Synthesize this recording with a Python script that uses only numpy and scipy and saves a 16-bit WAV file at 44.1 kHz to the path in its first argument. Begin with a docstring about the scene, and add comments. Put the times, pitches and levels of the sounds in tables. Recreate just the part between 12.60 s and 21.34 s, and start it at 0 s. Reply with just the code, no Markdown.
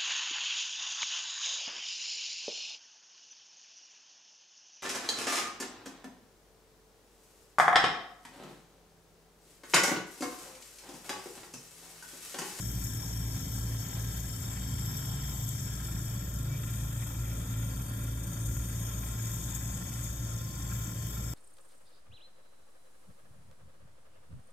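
"""A gas torch burns on a workbench near a phone: band-split noise flutters and sputters, coloured by narrow peaks
and dips that differ at the two microphone ports and shift as the glass leaves the flame.
Behind it a pump, built from sines at multiples of its shaft rate, slows and hums louder as pressure builds; a fan
sine beats against it, with a drone, a whine and steady tones. Shaped noise makes a throbbing rumble below,
and a faint short tone sounds once."""
import sys
import numpy as np
from scipy import signal
from scipy.fft import rfft, irfft, next_fast_len
from scipy.io import wavfile
from scipy.ndimage import uniform_filter1d, map_coordinates

SR = 44100
rng = np.random.default_rng(int(sys.argv[2]) if len(sys.argv) > 2 else 0)


def persist_wave(psi):
    """Save psi, clipped to +-1, as 16-bit WAV."""
    counts = np.round(np.clip(psi, -1, 1) * 32767).astype(np.int16)
    wavfile.write(sys.argv[1], SR, np.atleast_2d(counts).T)


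N = 385287
TIME = np.arange(N) / SR
SIZE = next_fast_len(N)
HZ = np.arange(SIZE // 2 + 1) * SR / SIZE

# pump: a valve vents the pressure once a cycle, then it builds up again
VALVE_S, CYCLE_S, VENT_S, BUILD_S = 1.12, 5.23, .6, 2.7
# the glass leaves the flame
GLASS_OUT_S, GLASS_MOVE_S = 3.39, 0.2


def undb(db):
    """Amplitude factor of a level in dB."""
    return 10 ** (np.asarray(db) / 20)


def over_hz(table):
    """A (Hz, value) table read at every frequency bin, on a log frequency axis."""
    hz, value = np.transpose(table)
    return np.interp(np.log(HZ + 1), np.log(hz), value)


def over_time(table):
    """The columns of a (s, value, ..) table read at every sample."""
    s, *columns = np.transpose(table)
    return [np.interp(TIME, s, column) for column in columns]


def walk(rate_hz):
    """Random levels held 1 / rate_hz and slewed twice; spread near 1."""
    k = int(SR / rate_hz)
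    held = np.repeat(rng.standard_normal(N // k + 1), k)
    slewed = uniform_filter1d(uniform_filter1d(held, k), k)
    return 1.327 * slewed[:N]


def flutter(rate_hz):
    """A quick walk with its slow drift taken out."""
    quick = walk(rate_hz)
    return quick - uniform_filter1d(quick, int(4 * SR / rate_hz))


def swell(at_s, half_s):
    """A flat-topped bump of height 1 around a moment."""
    return np.exp(-((TIME - at_s) / half_s) ** 4)


def swells_db(table):
    """Sum of the bumps in a (s, half length s, dB) table."""
    return sum(db * swell(at_s, half_s) for at_s, half_s, db in table)


def noise():
    """Spectrum of white noise at 0 dB per Hz."""
    return rfft(rng.standard_normal(SIZE)) * np.sqrt(SR / 2)


def tone(hz, rms_db, drift=0.00179, turns=None):
    """A sine whose pitch wanders by the share drift; it starts at a random phase unless one is given."""
    turns = rng.random() if turns is None else turns
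    phase = 2 * np.pi * (turns + np.cumsum(hz * (1 + drift * walk(1.5))) / SR)
    return np.sqrt(2) * undb(rms_db) * np.sin(phase)


def rumble():
    """Shaped noise whose deep part throbs; returns the part alike at both ports and the part that differs."""
    # Rumble colour before the throb. Each row: frequency in Hz, level in dB per Hz.
    colour = [(25, -74), (38, -78), (50, -61), (65, -59.5), (95, -55.5), (120, -61.5), (150, -65.5),
              (190, -63.5), (215, -72), (250, -75), (300, -74.5), (350, -84), (420, -94), (600, -105),
              (900, -140)]
    # Throbs of the deep rumble. Each row: centre in seconds, change in dB.
    throbs = [(.84, 2), (1.1, -4), (1.82, 3.5), (2.15, 7), (2.999, 4), (3.38, 4.5), (3.72, 1), (4.1, 3),
              (4.65, 2), (5.95, 10.5), (6.9, 3), (7.2, 6.5), (8.15, 1), (8.451, 4)]
    throb_half_s, rest_db, split_hz = 0.084, -7, 108
    upper_share = 0.22  # of the throb's dB swing
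    colour_db = over_hz(colour)
    alike, apart = noise() * undb(colour_db), noise() * undb(colour_db - 24.0)
    throb_db = rest_db + sum(db * swell(at_s, throb_half_s) for at_s, db in throbs)
    deep = irfft(alike * (HZ < split_hz), SIZE)[:N] * undb(throb_db)
    upper = irfft(alike * (HZ >= split_hz), SIZE)[:N]
    upper = upper * undb(upper_share * (throb_db - throb_db.mean()))
    # the ports differ more as the wavelength shrinks
    side = irfft(apart * (1 + np.clip(HZ / 230, 0, 3) ** 2), SIZE)[:N]
    return deep + upper, side


def steady_tones():
    """Sines of fixed centre pitch, each wandering in level and slightly in pitch."""
    # Each row: frequency in Hz, mid level in dB (RMS).
    tones = [(123.1, -55), (166.2, -56.5), (293.4, -68.5), (372.5, -75.5), (438.4, -75), (598, -79),
             (879, -79), (1018, -74.5), (1047, -70), (1108, -79.5), (2200, -78)]
    return sum(tone(hz, db + 3.9 * walk(2.48), drift=0.00249) for hz, db in tones)


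def drone():
    """A low sine that swells several times."""
    # Each row: centre in seconds, half length in seconds, rise in dB.
    drone_swells = [(0.793, 0.088, 14.5), (2.62, 0.77, 13.5), (3.465, 0.14, 8), (3.9, 0.13, 17.5),
                    (4.303, 0.24, 12)]
    return tone(139.6, -56 + swells_db(drone_swells))  # Hz, dB at rest


def whine():
    """A sine, louder around each valve stroke, that fades late to a lower level."""
    rest_db, swell_db, half_s = -59.5, 3, 1.54
    fade_start_s, fade_length_s, fade_db = 7.35, 0.25, -11
    strokes = swell(VALVE_S, half_s) + swell(VALVE_S + CYCLE_S, half_s)
    fade = np.clip((TIME - fade_start_s) / fade_length_s, 0, 1)
    return tone(261.2, rest_db + swell_db * strokes + fade_db * fade + 1.6 * walk(3.02))


def fan():
    """A steady sine close enough to the 2nd shaft order to beat against it."""
    return tone(58.69, -49, drift=0, turns=.62)  # Hz, dB


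def pump_load():
    """0-1: drops as the valve vents, climbs back ever faster, then holds."""
    since_s = (TIME - VALVE_S) % CYCLE_S
    venting = np.clip(1 - since_s / VENT_S, 0, 1)
    building = np.clip((since_s - VENT_S) / BUILD_S, 0, 1) ** 2
    return venting + building


def pump():
    """Sines at multiples of the shaft rate; load slows the shaft and raises the 2nd and 4th orders."""
    # Lesser orders. Each row: multiple of the shaft rate, mid level in dB (RMS).
    shaft_orders = [(1, -59.5), (12, -63.5), (14, -73), (20, -72), (22, -81), (24, -74), (26, -76)]
    free_shaft_hz, sag_hz = 28.499, .288
    second_db, fourth_db = (-44, -41), (-41, -38)  # (free, loaded)
    load = pump_load()
    shaft_hz = free_shaft_hz - sag_hz * load
    second = tone(2 * shaft_hz, np.interp(load, (0, 1), second_db), drift=0, turns=0)
    fourth = tone(4 * shaft_hz, np.interp(load, (0, 1), fourth_db) + 2.14 * flutter(10), drift=0)
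    lesser = sum(tone(k * shaft_hz, db + 2.0 * walk(2.46)) for k, db in shaft_orders)
    return second + fourth + lesser


def machines():
    """Pump, fan, tones and rumble; nearly alike at both ports, a touch louder at the left."""
    alike, side = rumble()
    mid = pump() + fan() + drone() + whine() + steady_tones() + alike
    return mid * undb([[.2], [-.2]]) + side * np.array([[1], [-1]])


def tick():
    """A faint short sine under a bell-shaped envelope, perhaps the tool touching the glass."""
    at_s, hz, peak_db, length_s = 3.935, 2305, -52.5, .045
    return undb(peak_db) * np.exp(-((TIME - at_s) / length_s) ** 2) * np.sin(2 * np.pi * hz * TIME)


def in_flame(s):
    """Near 1 while the glass sits in the flame, near 0 once it is out."""
    return .5 - .5 * np.tanh((s - GLASS_OUT_S) / GLASS_MOVE_S)


def port(colour, ripple, hz, s):
    """dB over frequency and time: broad colour plus narrow peaks and dips that slide and change with the glass."""
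    # Dips and ridges shared by both ports. Each row: centre in Hz, width in Hz,
    # dB with the glass in the flame, dB with it out.
    both_ripple = [(2820, 90, -6, -3), (4220, 175, -15, -23), (4550, 70, 5, 5.5), (4660, 88, -11, -6),
                   (5480, 80, 4, 2.5), (5690, 68, 2, -8), (12100, 420, -1, -2.5), (13200, 400, 0.5, 2.5),
                   (555, 55, -4, 1.5), (10300, 200, -6, -6), (1370, 50, 2.5, 1.5), (1590, 68, 3, 2.5),
                   (3250, 280, 1, 0), (3620, 88, 3.5, 2.5), (2160, 85, -4, -14)]
    wander, glass_wander = 0.0018, .005  # share of pitch: always, extra while the glass is in
    bells = sum(np.exp(-4 * np.log(2) * ((HZ - at_hz) / width_hz) ** 2) * np.array([[db_in], [db_out]])
                for at_hz, width_hz, db_in, db_out in ripple + both_ripple)
    glass = in_flame(s)
    slide = (wander + glass_wander * glass) * np.interp(s, TIME, walk(2.47))
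    slid_hz = hz[:, None] * (1 + slide)
    glass_in, glass_out = (np.interp(slid_hz, HZ, bell) for bell in bells)
    low_cut_db = 40 * np.log10(np.clip(hz / 400, 1e-3, 1))
    broad = np.interp(hz, HZ, over_hz(colour)) + low_cut_db
    return broad[:, None] + glass * glass_in + (1 - glass) * glass_out


def colour_ports(x, depth_db, cell_hz, cell_s):
    """Each port's colour; narrow bands also drift up and down on their own, alike at both ports."""
    # Broad flame colour at each port. Each row: frequency in Hz, level in dB per Hz.
    left_colour, right_colour = [(400, -83), (1000, -84.5), (2700, -94.5), (3400, -91), (4200, -88.5),
                                 (5300, -89), (6800, -76.5), (8300, -88.5), (10500, -92.5), (12000, -85),
                                 (13200, -80.5), (14300, -86), (15600, -103.5)], [(400, -83.0), (1000, -78), (2700, -90.5), (3400, -82.5),
                                                    (4200, -99.5), (5300, -92.5), (6800, -99), (8300, -93),
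                                                    (10500, -106.0), (12000, -87), (13200, -88),
                                                    (14300, -102.5), (14900, -116.5)]
    # Peaks and dips of the hiss at each port. Each row: centre in Hz, width in Hz,
    # dB with the glass in the flame, dB with it out.
    left_ripple, right_ripple = [(590, 210, -2.5, 0.0), (740, 110, -2.0, -4.5), (950, 90, -5.5, -6.0),
                                 (1060, 90, 4.5, 3.0), (1180, 190, -6.0, -3.5), (1310, 60, 5.5, 2.0),
                                 (1410, 100, -1.0, 5.5), (1470, 120, -5.0, -6.5), (1650, 200, 6.0, 2.5),
                                 (1730, 70, -5.5, -5.5), (1830, 60, 3.0, 2.5), (1920, 60, -3.0, -2.5),
                                 (2000, 70, 3.5, 0.0), (2320, 230, 5.5, 4.5), (2810, 200, 0.0, -3.5),
                                 (3160, 240, 5.5, 1.5), (4150, 470, -6.0, -10.5), (4240, 160, -9.0, -10.0),
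                                 (4450, 140, -0.5, -7.0), (4820, 220, -5.5, -13.5), (4940, 170, -4.0, 0.5),
                                 (5160, 160, -4.0, -5.0), (5400, 240, 14.0, 7.0), (5920, 140, 2.0, 7.0),
                                 (6000, 740, -1.0, -4.0), (6410, 210, -5.5, -4.5), (7110, 180, -5.0, -5.5),
                                 (7680, 490, 8.5, 4.5), (8530, 420, 6.0, 7.0), (9230, 560, 8.0, 7.0),
                                 (10120, 320, 4.5, 4.0), (11300, 470, 1.5, -2.5), (11610, 270, 4.5, 4.5),
                                 (12700, 220, -1.5, -4.0), (13740, 740, -1.5, -5.0), (15460, 180, 0.5, 7.0)], [(570, 90, -0.5, 5.0), (750, 420, -7.0, -8.0),
                                                      (800, 60, 5.0, 1.0), (860, 150, -3.5, -2.0),
                                                      (1190, 140, -12.0, -9.5), (1390, 60, -1.0, 2.5),
                                                      (1530, 100, -8.0, -7.5), (1610, 170, 2.0, -1.5),
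                                                      (1710, 60, -5.5, -4.5), (1810, 60, 1.0, 1.5),
                                                      (1900, 80, -7.0, -7.0), (2160, 180, -2.0, -4.5),
                                                      (2870, 640, -6.0, -7.5), (3120, 230, 6.5, 4.5),
                                                      (3670, 220, 4.5, 5.0), (4020, 210, 4.0, -1.5),
                                                      (4230, 150, -7.5, -9.5), (4510, 330, 6.5, -2.0),
                                                      (4600, 140, 2.0, 8.0), (4850, 150, -2.0, -8.0),
                                                      (5370, 160, 10.5, 6.5), (5530, 140, 5.0, -0.5),
                                                      (5910, 160, 4.5, 5.5), (6110, 260, -2.5, -5.5),
                                                      (6900, 630, 8.5, 5.0), (7180, 180, -5.0, -5.0),
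                                                      (7670, 410, 5.5, 5.0), (8250, 340, -8.0, -6.5),
                                                      (8830, 220, -2.0, -5.5), (9160, 170, 5.5, 5.0),
                                                      (9530, 170, 2.5, 3.5), (10130, 220, 7.0, 6.0),
                                                      (11930, 700, 6.5, 3.0), (12610, 320, -0.5, -4.0),
                                                      (13300, 250, -3.0, -4.5), (13960, 180, 2.0, 6.0)]
    hz, s, frames = signal.stft(x, SR, nperseg=2048)
    field = rng.standard_normal((int(SR / 2 / cell_hz) + 3, int(N / SR / cell_s) + 3))
    drift = map_coordinates(field, np.meshgrid(hz / cell_hz, s / cell_s, indexing="ij"), order=3)
    db = np.array([port(left_colour, left_ripple, hz, s), port(right_colour, right_ripple, hz, s)])
    # shallower drift below 4500 Hz
    db = db + depth_db * drift * np.clip(hz / 4500, .35, 1)[:, None]
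    return signal.istft(frames * undb(db), SR, nperseg=2048)[1][:, :N]


def puffs(rate_hz, fall_s):
    """Random pockets of gas catch at once and die away; spread 1."""
    kicks = (rng.random(N) < rate_hz / SR) * rng.random(N)
    decayed = signal.lfilter([1], [1, -np.exp(-1 / (fall_s * SR))], kicks)
    swing = uniform_filter1d(decayed, size=60)
    return (swing - swing.mean()) / swing.std()


def surges():
    """Quick rise and slower fall in dB at each sputter of the jet."""
    # Each row: start in seconds, peak level in dB, rise time in seconds.
    sputters = [(0.192, -40.5, 0.0073), (0.2369, -37, 0.0053), (0.3476, -38, 0.0045), (0.5965, -42, 0.0055),
                (1.2271, -41, 0.004), (2.2533, -38, 0.0034), (2.366, -39, 0.0077), (2.8873, -39, 0.0053),
                (5.857, -36.5, 0.0048), (6.945, -36, 0.0082), (6.9974, -43, 0.0065), (7.438, -39.5, 0.006),
                (8.2182, -42, 0.0054)]
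    hiss_peak_db = -43.5  # reference: peak level of the hiss between surges
    db = np.zeros(N)
    for start_s, peak_db, rise_s in sputters:
        u = np.clip((TIME - start_s) / max(rise_s, .003), 0, 30)
        db += (peak_db - hiss_peak_db) * u * np.exp(1 - u)
    return db


def flame_at_ports():
    """Noise spectra at both ports: a shared part that the right port leads, plus a part of each port's own."""
    # Flame noise heard alike at both ports. Each row: frequency in Hz, share of power 0-1.
    alike_share = [(400, .6), (1200, .6), (1700, .85), (2500, .85), (3000, .5), (3900, .75), (6000, .75),
                   (7300, .8), (10500, .65), (13000, .75), (15000, .4)]
    # Lead of the right port. Each row: frequency in Hz, phase in radians.
    right_lead = [(400, 1), (700, 1.4), (1000, 2.5), (1350, 1.5), (1500, -3), (1650, 0), (2000, -1),
                  (2170, -1), (2260, -0.5), (2650, -1), (2850, 3), (3250, 8), (3550, 7.5), (3850, 9.5),
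                  (4500, 13), (6500, 19), (12100, 44), (12900, 43.5), (13600, 50)]
    alike = np.sqrt(np.clip(over_hz(alike_share), 0, 1))
    direct = noise()
    return np.array([alike * direct * np.exp(1j * lead) + np.sqrt(1 - alike ** 2) * noise()
                     for lead in (0, over_hz(right_lead))])


def hiss_swings():
    """Slow dB swings of five bands, each about its own mean with the glass in and with the glass out."""
    # Slow hiss level as glass, tool and hands move about the flame; only its swings are used.
    # Each row: time in seconds, level in dB near 3.2, 5.4, 6.8, 7.6 and 12.5 kHz.
    hiss_level = [(0.0, -57.5, -53.5, -50.0, -51.5, -48.0), (0.34, -58.5, -54.0, -49.5, -51.0, -48.0),
                  (0.67, -59.0, -54.0, -51.5, -51.5, -50.0), (1.01, -58.5, -53.5, -50.5, -50.0, -50.5),
                  (1.34, -59.0, -56.0, -52.0, -52.5, -51.0), (1.68, -59.0, -55.0, -52.0, -50.5, -50.0),
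                  (2.02, -58.0, -55.5, -53.0, -50.5, -51.5), (2.35, -57.5, -53.5, -51.5, -48.0, -50.0),
                  (2.69, -56.5, -55.5, -51.0, -48.0, -49.0), (3.03, -60.0, -56.0, -49.5, -48.5, -50.5),
                  (3.36, -60.0, -59.0, -51.5, -51.0, -51.0), (3.7, -61.0, -61.5, -54.5, -54.5, -52.5),
                  (4.03, -61.0, -62.0, -55.0, -55.5, -51.5), (4.37, -61.0, -61.5, -53.0, -53.0, -51.5),
                  (4.71, -60.5, -61.0, -53.0, -53.5, -50.5), (5.04, -61.5, -61.5, -53.5, -55.5, -51.5),
                  (5.38, -61.5, -64.0, -55.0, -55.5, -52.0), (5.71, -61.5, -62.0, -53.0, -54.5, -50.5),
                  (6.05, -60.5, -61.0, -51.0, -53.0, -49.5), (6.39, -59.0, -59.0, -49.5, -52.0, -49.5),
                  (6.72, -59.0, -58.0, -49.5, -50.5, -50.0), (7.06, -60.0, -58.5, -48.5, -49.5, -49.0),
                  (7.4, -60.0, -59.0, -50.5, -50.0, -51.5), (7.73, -60.0, -59.0, -50.0, -51.5, -52.0),
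                  (8.07, -59.0, -56.5, -52.0, -51.5, -51.5), (8.4, -60.5, -59.5, -50.5, -50.5, -51.5),
                  (8.74, -60.5, -57.0, -52.5, -52.5, -51.0)]
    glass = in_flame(TIME)
    return [level - glass * np.average(level, weights=glass)
            - (1 - glass) * np.average(level, weights=1 - glass) for level in over_time(hiss_level)]


def flame():
    """Turbulent noise; eddies flutter the low roar and the hissing jet, each band also flickers alone."""
    # The low roar swells and dips briefly.
    # Each row: centre in seconds, half length in seconds, change in dB before each band's share.
    roar_swells = [(.76, 0.041, 3), (1.402, .12, 2), (2.42, 0.24, 1), (2.85, 0.2, -2), (4.4, 0.32, 1),
                   (6.925, 0.055, 2)]
    jet_db = .5 * walk(9) + .7 * puffs(60, .01) + 1.05 * flutter(120) + .8 * flutter(240) + surges()
    roar_db = .7 * walk(9) + .9 * puffs(60, .008) + 1.9 * flutter(85) + swells_db(roar_swells)
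    k3, k5, k7, k8, k12 = hiss_swings()
    # (upper edge Hz, slow swing dB, share of roar_db, share of jet_db)
    bands = [(658, -.3 * k7, .1, 0), (1203, 0.069 * k3, .6, 0), (1486, .1 * k3, 1, 0),
             (1779, 0.17 * k3, 1, 0), (2791, 0.17 * k3, 1, 0), (3400, k3, .39, .29),
             (3950, .3 * k3, .35, .3), (5220, 0.37 * k5, .31, .35), (5697, k5, 0, .6),
             (6300, 0.55 * k7, 0, 1), (7120, k7, 0, 1), (8050, k8, 0, 1),
             (11102, 0.81 * k12, 0, 1), (12698, k12, 0, 1.1), (SR, .9 * k12, 0, 1)]
    ports = flame_at_ports()
    out, low_hz = 0, 0
    for high_hz, slow_db, roar, jet in bands:
        band = irfft(ports * ((HZ >= low_hz) & (HZ < high_hz)), SIZE)[:, :N]
        flicker_db = 1.27 * walk(13) + 1.13 * flutter(100)
        out = out + band * undb(slow_db + roar * roar_db + jet * jet_db + flicker_db)
        low_hz = high_hz
    return colour_ports(out, depth_db=3.3, cell_hz=32, cell_s=.9)


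def scene():
    """Machines, the short tone and the flame at both ports."""
    return machines() + tick() + flame()


def record(dry):
    """The phone cuts the top steeply, a little lower at the right port."""
    top_hz = 15760, 14900  # left, right
    cuts = [signal.ellip(12, .2, 80, hz, fs=SR, output="sos") for hz in top_hz]
    return np.array([signal.sosfilt(sos, channel) for sos, channel in zip(cuts, dry)])


dry = scene()
out = record(dry)
persist_wave(out)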